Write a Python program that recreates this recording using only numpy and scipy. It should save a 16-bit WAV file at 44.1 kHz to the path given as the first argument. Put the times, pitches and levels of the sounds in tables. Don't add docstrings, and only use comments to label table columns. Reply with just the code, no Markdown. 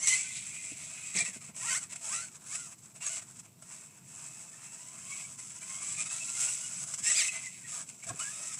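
import sys
import numpy as np
from scipy import signal
from scipy.fft import rfft, irfft, next_fast_len
from scipy.io import wavfile
from scipy.ndimage import uniform_filter1d

SR = 44100
rng = np.random.default_rng(int(sys.argv[2]) if len(sys.argv) > 2 else 0)


def store_wav(level_fs):
    pcm = np.round(np.clip(np.atleast_2d(level_fs), -1, 1) * 32767)
    wavfile.write(sys.argv[1], SR, pcm.T.astype(np.int16))


def invert_db(level):
    return 10 ** (np.asarray(level, dtype=float) / 20)


N = 378819
TIME_S = np.arange(N) / SR
CONTROL_S = np.arange(0, N + 32, 32) / SR
PINION_TEETH = 11.5


def level(x, db):
    return x * invert_db(db) / np.sqrt(np.mean(x ** 2))


def smooth(control):
    return np.interp(TIME_S, CONTROL_S, control)


def curves(spans):
    s, *columns = np.vstack(spans).T
    return [np.interp(TIME_S, s, column) for column in columns]


def walk(rate):
    hold = max(int(SR / rate), 1)
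    steps = np.repeat(rng.standard_normal(N // hold + 1), hold)
    return 1.3 * uniform_filter1d(uniform_filter1d(steps, hold), hold)[:N]


def colour(x, points):
    hz, db = np.transpose(points)
    size = next_fast_len(N)
    f = np.maximum(np.arange(size // 2 + 1) * SR / size, 1)
    gain = invert_db(np.interp(np.log(f), np.log(hz), db))
    return irfft(rfft(x, size) * gain, size)[:N]


def ring(x, modes):
    out = 0
    for k, (hz, width, db) in enumerate(modes):
        b, a = signal.iirpeak(hz, hz / width, SR)
        twice = signal.lfilter(b, a, signal.lfilter(b, a, x))
        out = out + (-1) ** k * invert_db(db + 2.4 * walk(12)) * twice
    return out


# (f/Hz, level/dB)
FIELD_SPECTRUM = [(15, -60), (30, -50), (75, -10), (134, 4), (180, 1), (305, -10), (598, -20), (722, -17),
                  (782, -28), (848, -17), (1570, -31), (5280, -26.5), (7700, -30.5), (8810, -27),
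                  (11500, -26), (15500, -28)]


def field():
    flicker = invert_db(.8 * walk(1.5) + 2.2 * walk(10))
    air = colour(rng.standard_normal(N), FIELD_SPECTRUM)
    rumble = signal.sosfilt(signal.butter(2, 350, fs=SR, output="sos"), air)
    return level(air + rumble * (flicker - 1), -60.27)


# (t/s, tooth mesh f/Hz, whine level/dB re shell, overtone level/dB re whine)
SPEED = [(.2, 2330, 0, -8), (.3, 2400, -2, -14), (1.15, 2480, -3, -14), (1.2, 1945, -1, -10),
         (1.29, 1900, -3, -10), (1.55, 650, -5, -3), (2.9, 800, -6, -3), (4.2, 880, -4, 1),
         (4.7, 900, -4, 1), (4.85, 1000, 3, -7), (5.2, 1140, -4, -5), (5.5, 950, -3, -2),
         (5.72, 1070, -1, -3), (6.09, 1290, -3, -2), (6.5, 1440, -3, -2), (6.95, 1500, -4, -3)]
# (t/s, mesh f/Hz, whine level/dB re shell, overtone level/dB)
REVS = [
    [(0, 1950, -2, -2), (.032, 2220, 1, -1), (.058, 2130, 2, 0), (.07, 1930, -2, 0), (.11, 2190, 0, 1),
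     (.15, 2000, 1, -1)],
    [(1.615, 640, 0, 0), (1.66, 940, -1, 0), (1.685, 940, 1, 0), (1.705, 1060, 3, -1), (1.74, 1050, 3, -4),
     (1.765, 1450, 4, -2), (1.79, 1540, 1, 0), (1.9, 1000, -6, -3)],
    [(2.085, 860, 2, -3), (2.13, 1200, 5, -4), (2.15, 1345, 6, -4), (2.2, 1360, 7, -5), (2.23, 1500, 8, -7),
     (2.275, 1490, 8, -9), (2.31, 1270, 4, -8), (2.42, 1000, -7, -3)],
    [(2.52, 1100, 4, -4), (2.58, 1450, 7, -8), (2.62, 1400, 8, -11), (2.66, 1350, 7, -11),
     (2.69, 1180, -2, -6)],
    [(3.02, 900, 0, 0), (3.05, 1165, -2, -2), (3.075, 1165, -4, -3), (3.1, 1480, -1, 0),
     (3.18, 1500, -2, -2), (3.3, 1000, -5, -3)],
    [(7.05, 1790, 1, -1), (7.083, 1900, 1, 0), (7.102, 2060, 2, -1), (7.13, 1770, 0, 0),
     (7.147, 2060, 3, 0), (7.166, 2510, 2, 0), (7.196, 2480, 2, 0), (7.223, 1790, 3, 1),
     (7.232, 2130, 0, -3), (7.27, 2050, 0, -6), (7.5, 2050, -3, -10)],
    [(7.7, 1250, -3, -3), (8.17, 800, -6, -3), (8.2, 1000, 4, -8), (8.25, 1140, -1, -2),
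     (8.33, 1250, 0, -3), (8.5, 1320, 1, -3), (8.58, 1050, -1, -3)],
]


def speed():
    mesh_hz, sing_db, overtones_db = curves(sorted(SPEED + sum(REVS, [])))
    return uniform_filter1d(mesh_hz, size=250), sing_db, overtones_db


# (multiple of mesh rate, level/dB re shell)
ORDERS_HEARD = [(.63, -24), (1, -7.5), (1.45, -8), (2, -8), (2.9, -8), (3.02, -15), (4, -14), (4.4, -13),
                (5.8, -11)]
# (f/Hz, level/dB)
BODY = [(600, -3), (1400, 1), (2500, 4), (3100, 0), (4200, -1), (5100, 6), (8000, 8), (9500, -4),
        (11500, -34)]
# (t/s, level/dB, unused; every chirp rises by CHIRP_DB)
CHIRPS = [(4.3583, -53), (4.4282, -50), (4.4805, -47), (4.5309, -45), (4.6057, -47), (4.6716, -48),
          (4.7055, -49), (4.7983, -48), (4.8542, -48), (4.8991, -49), (5.0517, -47), (5.1106, -43),
          (5.2223, -41), (5.388, -49), (5.4987, -48), (5.5571, -49), (5.6244, -42), (5.6883, -45),
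          (5.7397, -45), (5.7741, -48), (5.817, -43), (5.8998, -44), (5.9816, -36), (6.0644, -38),
          (6.1043, -38), (6.2814, -40), (6.3623, -44), (6.4785, -39)]
CHIRP_DB, CHIRP_MS = 7.5, 11
SECOND_STAGE = 1.45
UNLOADED_DB, COASTING_DB = -5, -2.5
LOAD_SINGS, HEAVY_DB = .25, -44


def whine(shell_db, mesh_hz, sing_db, overtones_db):
    turn = 2 * np.pi * np.cumsum(mesh_hz * (1 + .008 * walk(40) + .005 * walk(90))) / SR
    wobble = 1 + 0.44 * np.sin(turn / PINION_TEETH)
    chirps = sum(np.exp(-.5 * ((CONTROL_S - s - .012) * 1000 / CHIRP_MS) ** 2) for s, _ in CHIRPS)
    pushing = smooth(sum((CONTROL_S > rev[0][0]) & (CONTROL_S < rev[-1][0]) for rev in REVS))
    out = 0
    for multiple, db in ORDERS_HEARD:
        slack = .55 * np.sqrt(multiple) * walk(120)
        fades_most = multiple == SECOND_STAGE or multiple >= 4
        db = db + (1 - pushing) * (COASTING_DB + UNLOADED_DB * fades_most)
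        db = db + overtones_db * (multiple > 1.1) + 3 * walk(45) + 2 * walk(110)
        out = out + invert_db(db) * np.sin(multiple * turn + slack)
    sing_db = sing_db + CHIRP_DB * smooth(chirps) + LOAD_SINGS * np.maximum(shell_db - HEAVY_DB, 0)
    return invert_db(shell_db - 1.5 + sing_db) * wobble * colour(out, BODY), turn


# (t/s, level/dB, shell level/dB re clatter as the truck turns)
ROLL = [(0.0, -40.6, -6.7), (0.3, -42.8, -1.5), (0.5, -43.6, -6.5), (1.1, -46.6, -6.5), (1.4, -69.5, 2.5),
        (2.4, -58.2, -9.2), (3.55, -65.7, -8.1), (4.03, -68.9, -15.5), (4.2, -50.5, -16),
        (4.6, -49.5, -10.0), (5.1, -46.2, -11.3), (5.4, -48.0, -14.1), (6.0, -36.8, -12.0),
        (6.9, -40.1, -13.0), (7.4, -80.0, -12.5), (8.0, -53.3, -9.3), (8.3, -41.5, -12.4),
        (8.59, -39.5, -10.7)]
# (peak t/s, peak level/dB, 20 dB rise t/s, 20 dB fall t/s, shell level/dB re clatter)
BURSTS = [(0.085, -26.3, 0.082, 0.244, -10.5), (1.175, -28.5, 0.039, 0.137, -3.9),
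          (1.276, -40.8, 0.488, 0.28, -6.0), (1.574, -40.4, 0.037, 0.358, -21.1),
          (1.736, -32, 0.177, 0.106, -9.2), (1.91, -45.2, 0.036, 0.042, -6.0),
          (2.133, -34.1, 0.15, 0.204, -12.3), (2.532, -40.0, 0.105, 0.245, -13.5),
          (2.838, -52.5, 0.033, 0.046, -13.3), (3.067, -35.8, 0.086, 0.088, -9.7),
          (3.158, -39.0, 0.23, 0.075, -11.2), (3.403, -54.2, 0.6, 0.092, -13.6),
          (3.727, -48.3, 0.13, 0.301, -11.3), (3.994, -60.5, 0.187, 0.03, -13.0),
          (4.16, -49.4, 0.162, 0.599, -10.2), (5.196, -44.0, 0.174, 0.119, -6.1),
          (6.026, -39.2, 0.03, 0.121, -9.4), (6.434, -33, 0.121, 0.31, -19.2),
          (7.1, -28, 0.13, 0.147, -10.7), (7.18, -29.5, 0.06, 0.25, -5.9),
          (7.434, -46.0, 0.03, 0.408, -8.6), (7.738, -39, 0.143, 0.222, -11.0),
          (8.092, -41.4, 0.07, 0.144, -10.4), (8.2, -38.5, 0.03, 0.2, -11.7)]


def load(mesh_hz):
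    roll_db, facing_db = curves(ROLL)
    power, ringing = 0, 0
    for s, db, rise, fall, shell_db in BURSTS:
        away = np.where(CONTROL_S < s, (s - CONTROL_S) / rise, (CONTROL_S - s) / fall)
        burst = invert_db(db - 20 * np.minimum(away, 4) ** 1.5) ** 2
        power = power + burst
        ringing = ringing + burst * invert_db(shell_db) ** 2
    effort_db = 10 * np.log10(invert_db(roll_db) ** 2 + smooth(power))
    shell_db = .2 + 10 * np.log10(invert_db(roll_db + facing_db) ** 2 + smooth(ringing))
    chassis_db = -58 + .66 * (effort_db + 45) - 2.2 * np.log2(mesh_hz / 1400)
    return effort_db, shell_db, chassis_db


def teeth(turn, scatter_db, knock):
    tooth = (turn / (2 * np.pi)).astype(int)
    force = invert_db(scatter_db * rng.standard_normal(N)[tooth])
    runout = 1 + knock * np.sin(turn / PINION_TEETH + 1.08 * walk(20))
    return rng.standard_normal(N) * force * runout


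# (f/Hz, level/dB per Hz)
CLATTER = [(1760, -31), (3000, -15.5), (4320, -22.5), (4690, -18), (5020, -12.5), (7030, -4), (7800, 4.5),
           (8640, -8), (9390, -9), (10300, -13.5), (11600, -30.5), (12800, -30), (15500, -38)]
# (f/Hz, width f/Hz, level/dB)
SHELL = [(2050, 505, 12), (2480, 635, 14.5), (3150, 910, 1.5), (4000, 1350, 6.5)]
# (f/Hz, width f/Hz, level/dB)
CHASSIS = [(665, 146, 4.5), (1000, 285, 4.5), (1250, 240, 4), (1580, 530, 4)]


def clatter(turn, clatter_db, shell_db, chassis_db):
    bright = colour(teeth(turn, 2.2, .12), CLATTER)
    shell = ring(teeth(turn, 2.5, .2), SHELL) * invert_db(1.5 * walk(30))
    chassis = ring(teeth(turn, 2.5, .2), CHASSIS) * invert_db(2 * walk(25))
    return level(bright, clatter_db - .3) + level(shell, shell_db - 4.0) + level(chassis, chassis_db - 6.0)


# (t/s, change of level/dB)
HOPS = [(0.062, -4), (0.108, -4), (1.237, -7.8), (1.32, -10.8), (1.395, -11.8), (1.531, -10.8),
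        (1.8, -10.0), (1.884, -7.3), (2.304, -11.6), (2.389, -6.5), (2.761, -10.8), (2.936, -11.9),
        (2.994, -10.6), (3.216, -9.2), (3.418, -7.7), (4.507, -7.2), (5.371, -7.7), (5.54, -6.0), (5.6, -7),
        (6.042, -8.9), (6.09, -6.0), (6.859, -6.7), (6.968, -6.0), (7.021, -7.9), (7.305, -6.0),
        (7.855, -9.4), (7.973, -5.6), (8.12, -13.4), (8.144, -7.7), (8.562, -7.7)]
# (t/s, change of level/dB)
BUMPS = [(0.13, 2.5), (0.371, 4.9), (0.773, 3.7), (1.447, 4), (1.839, 8.3), (1.934, 12.7), (1.961, 13.6),
         (2.357, 9.9), (2.556, 7.7), (2.6, 5), (2.727, 6), (2.864, 5.5), (2.958, 3.3), (3.223, 14.0),
         (3.364, 7.0), (3.399, 11.8), (3.458, 6.7), (3.626, 9.0), (3.979, 5.7), (5.392, 8), (5.631, 2.5),
         (6.836, 3), (6.99, 5), (6.942, 7.8), (7.282, 3.2), (7.365, 3), (7.465, 5.4), (7.899, 7.3),
         (8.038, 7.7), (8.095, 4.2)]
# (t/s, level/dB, unused; every snap lifts by
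# SNAP_DB after a lull of SNAP_LULL_DB)
SNAPS = [(0.072, -13), (1.186, -15), (1.563, -29), (1.957, -33), (2.012, -35), (2.461, -37), (2.783, -41),
         (3.063, -20), (3.622, -40), (6.938, -25), (7.1, -16), (7.117, -15), (7.889, -32), (8.035, -32),
         (8.068, -28), (8.191, -24)]
HOP_MS, BUMP_MS = 8.5, 7.5
SNAP_DB, SNAP_LULL_DB, SNAP_MS = 3.8, -5.2, 11


def ruts():
    db = 0
    for table, ms in ((HOPS, HOP_MS), (BUMPS, BUMP_MS)):
        for s, change_db in table:
            db = db + change_db * np.exp(-.5 * ((CONTROL_S - s) * 1000 / ms) ** 2)
    for s, _ in SNAPS:
        late = (CONTROL_S - s) * 1000 / SNAP_MS
        db = db + np.where(late < 0, SNAP_LULL_DB, SNAP_DB) * np.exp(-np.abs(late))
    return invert_db(smooth(db) + 1.1 * walk(50) + 1.2 * walk(30))


# (t/s, length t/s, f/Hz, level/dB)
BITES = [(.016, .054, 2170, -51), (.075, .068, 2010, -51), (.1, .061, 2050, -41), (.17, .048, 2310, -53),
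         (.278, .072, 2085, -59), (.323, .097, 2415, -59), (.5, .15, 2450, -62), (.956, .12, 2480, -58),
         (1.195, .037, 2370, -42.5), (1.257, .047, 1940, -51), (1.678, .029, 1900, -49.5),
         (1.745, .029, 2065, -50), (2.127, .04, 1920, -57), (3.004, .047, 2775, -57),
         (3.045, .04, 1690, -58), (5.104, .07, 2270, -57.5), (5.194, .079, 2285, -60),
         (5.613, .031, 2330, -55.5), (5.965, .062, 2425, -49.5), (6.056, .022, 2520, -55),
         (6.095, .022, 2590, -54), (6.277, .025, 2580, -56), (6.435, .025, 2580, -56),
         (6.475, .025, 2770, -54), (6.195, .055, 2615, -57), (6.339, .062, 2105, -59),
         (6.62, .049, 2885, -58), (7.089, .035, 1970, -50), (7.278, .027, 2570, -44),
         (7.285, .062, 2040, -55), (7.33, .06, 2060, -54), (7.434, .044, 2090, -55.5),
         (7.463, .027, 2025, -49), (7.635, .03, 1900, -58)]
# (t/s, length t/s,
# start f/Hz, end f/Hz, level/dB)
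SLIDES = [(1.162, .03, 7600, 4300, -41), (1.618, .049, 893, 1300, -58), (1.658, .058, 1330, 1410, -60),
          (2.101, .041, 1521, 1620, -55), (2.16, .03, 5900, 6050, -49), (3.002, .093, 2240, 2320, -61),
          (3.036, .057, 1167, 1150, -63), (3.05, .041, 6800, 6460, -41), (5.682, .17, 2140, 2180, -63),
          (5.856, .078, 1106, 1208, -66), (7.034, .044, 1797, 1730, -61), (7.275, .025, 2950, 2550, -48),
          (1.7, .03, 4600, 4700, -54), (7.188, .051, 589, 723, -61), (5.971, .06, 3610, 3570, -64),
          (7.683, .15, 1250, 1230, -64), (8.186, .055, 1097, 1600, -61), (8.225, .11, 1595, 1750, -57.5),
          (8.335, .16, 590, 600, -71), (8.09, .025, 1150, 1050, -52), (8.09, .025, 1600, 1650, -56),
          (8.1, .022, 720, 700, -54), (8.055, .04, 660, 680, -60), (8.022, .016, 2250, 2280, -58),
          (8.038, .022, 2350, 2300, -58), (8.2, .05, 2900, 3000, -60), (3.07, .1, 660, 670, -68),
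          (.062, .03, 7700, 8000, -36), (.07, .08, 2800, 3150, -52), (1.158, .018, 950, 800, -56),
          (1.2, .025, 720, 680, -59), (1.25, .05, 2600, 2700, -53), (.18, .25, 2050, 2120, -63),
          (.55, .2, 2100, 2050, -64), (.235, .05, 1550, 1480, -66), (.02, .04, 6000, 6400, -42),
          (7.09, .04, 7900, 7700, -36), (7.06, .04, 7300, 7400, -40), (1.16, .03, 2700, 1950, -46),
          (7.35, .025, 6350, 6050, -52), (8.507, .042, 1333, 1190, -63)]


def bites():
    out = np.zeros(N + SR)
    shake, flutter = .65 * walk(150), invert_db(3.5 * walk(70))
    steady = [(s, length, hz, hz, db) for s, length, hz, db in BITES]
    for s, length, start_hz, end_hz, db in steady + list(SLIDES):
        start, size = int(s * SR), int(length * SR)
        turn = 2 * np.pi * np.cumsum(np.linspace(start_hz, end_hz, size)) / SR
        now = np.minimum(start + np.arange(size), N - 1)
        swell = invert_db(db + 5.0) * signal.windows.tukey(size, .6) * flutter[now]
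        out[start:start + size] += swell * np.sin(turn + shake[now])
    return np.sqrt(2) * out[:N]


def tree_line(truck):
    t = np.arange(SR // 4) / SR
    scatter = rng.standard_normal(SR // 4) * invert_db(-60 * t / 0.15)
    return invert_db(-35.5) * signal.fftconvolve(truck, scatter)[:N]


# (t/s, peak level/dB, ring f/Hz, 60 dB decay t/s)
THUDS = [(0.716, -37, 290, 0.04), (1.147, -38, 194, 0.18), (1.169, -38.5, 187, 0.14),
         (1.22, -37, 172, 0.096), (1.28, -44.5, 188, 0.14), (1.359, -36.5, 222, 0.054),
         (1.489, -41, 207.6, 0.062), (6.819, -45, 144, 0.11), (7, -48.5, 188, 0.1192),
         (8.059, -46, 180.3, 0.099), (8.085, -41, 130, 0.1), (8.102, -34, 122.6, 0.12),
         (8.132, -39, 144, 0.09)]
KNOCK_HZ, KNOCK_DB, KNOCK_T60_S = 660, -19, .08
GRIT_DB, SQUASH_S = -14, .008


def thuds():
    out, t = np.zeros(N + SR), np.arange(SR // 2) / SR
    earth = rng.standard_normal((len(THUDS), len(t)))
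    for (s, db, hz, t60), noise in zip(THUDS, earth):
        crumble = signal.lfilter(*signal.butter(2, [90, 500], "band", fs=SR), noise)
        grit = signal.lfilter(*signal.butter(1, [400, 2000], "band", fs=SR), noise ** 3)
        shape = np.minimum(t / SQUASH_S, 1) * invert_db(-60 * t / max(t60, .01))
        knock_hz = KNOCK_HZ * (1 + noise[0] / 20)
        knock = invert_db(KNOCK_DB - 60 * t / KNOCK_T60_S) * np.sin(2 * np.pi * knock_hz * t)
        tyre = np.sin(2 * np.pi * hz * t) + 2.6 * crumble + invert_db(GRIT_DB) * grit
        out[int(s * SR):][:len(t)] += invert_db(db) * (shape * tyre + knock)
    return out[:N]


def scene():
    mesh_hz, *song = speed()
    effort = load(mesh_hz)
    tones, turn = whine(effort[1], mesh_hz, *song)
    truck = ruts() * (tones + clatter(turn, *effort)) + bites()
    return np.tile(truck + tree_line(truck) + thuds() + field(), (2, 1))


def gate_top(x):
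    hz, _, cells = signal.stft(x, SR, nperseg=1024)
    power = uniform_filter1d(np.abs(cells) ** 2, size=3, axis=1) + 1e-18
    treble = power[(hz > 5000) & (hz < 10000)].mean(0)
    mood_db = 7 * uniform_filter1d(rng.standard_normal(len(treble)), size=13)
    for edge in range(10300, 15500, 350):
        band = (hz >= edge) & (hz < edge + 350)
        reach_db = 24 + 2.6 * (edge - 11000) / 1000 + 5.5 * (edge < 10900)
        whim_db = mood_db + 7 * uniform_filter1d(rng.standard_normal(len(treble)), size=13)
        cells[band] *= power[band].mean(0) > treble * invert_db(whim_db - reach_db) ** 2
    return signal.istft(cells, SR, nperseg=1024)[1][:N]


def band_limit(x):
    return signal.sosfilt(signal.butter(12, 15780, fs=SR, output="sos"), x)


def record(dry):
    top_cut = signal.ellip(8, .2, 70, 15400, fs=SR, output="sos")
    heard = gate_top(signal.sosfilt(top_cut, dry[0]))
    return band_limit(np.tile(heard, (2, 1)))


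dry = scene()
out = record(dry)
store_wav(out)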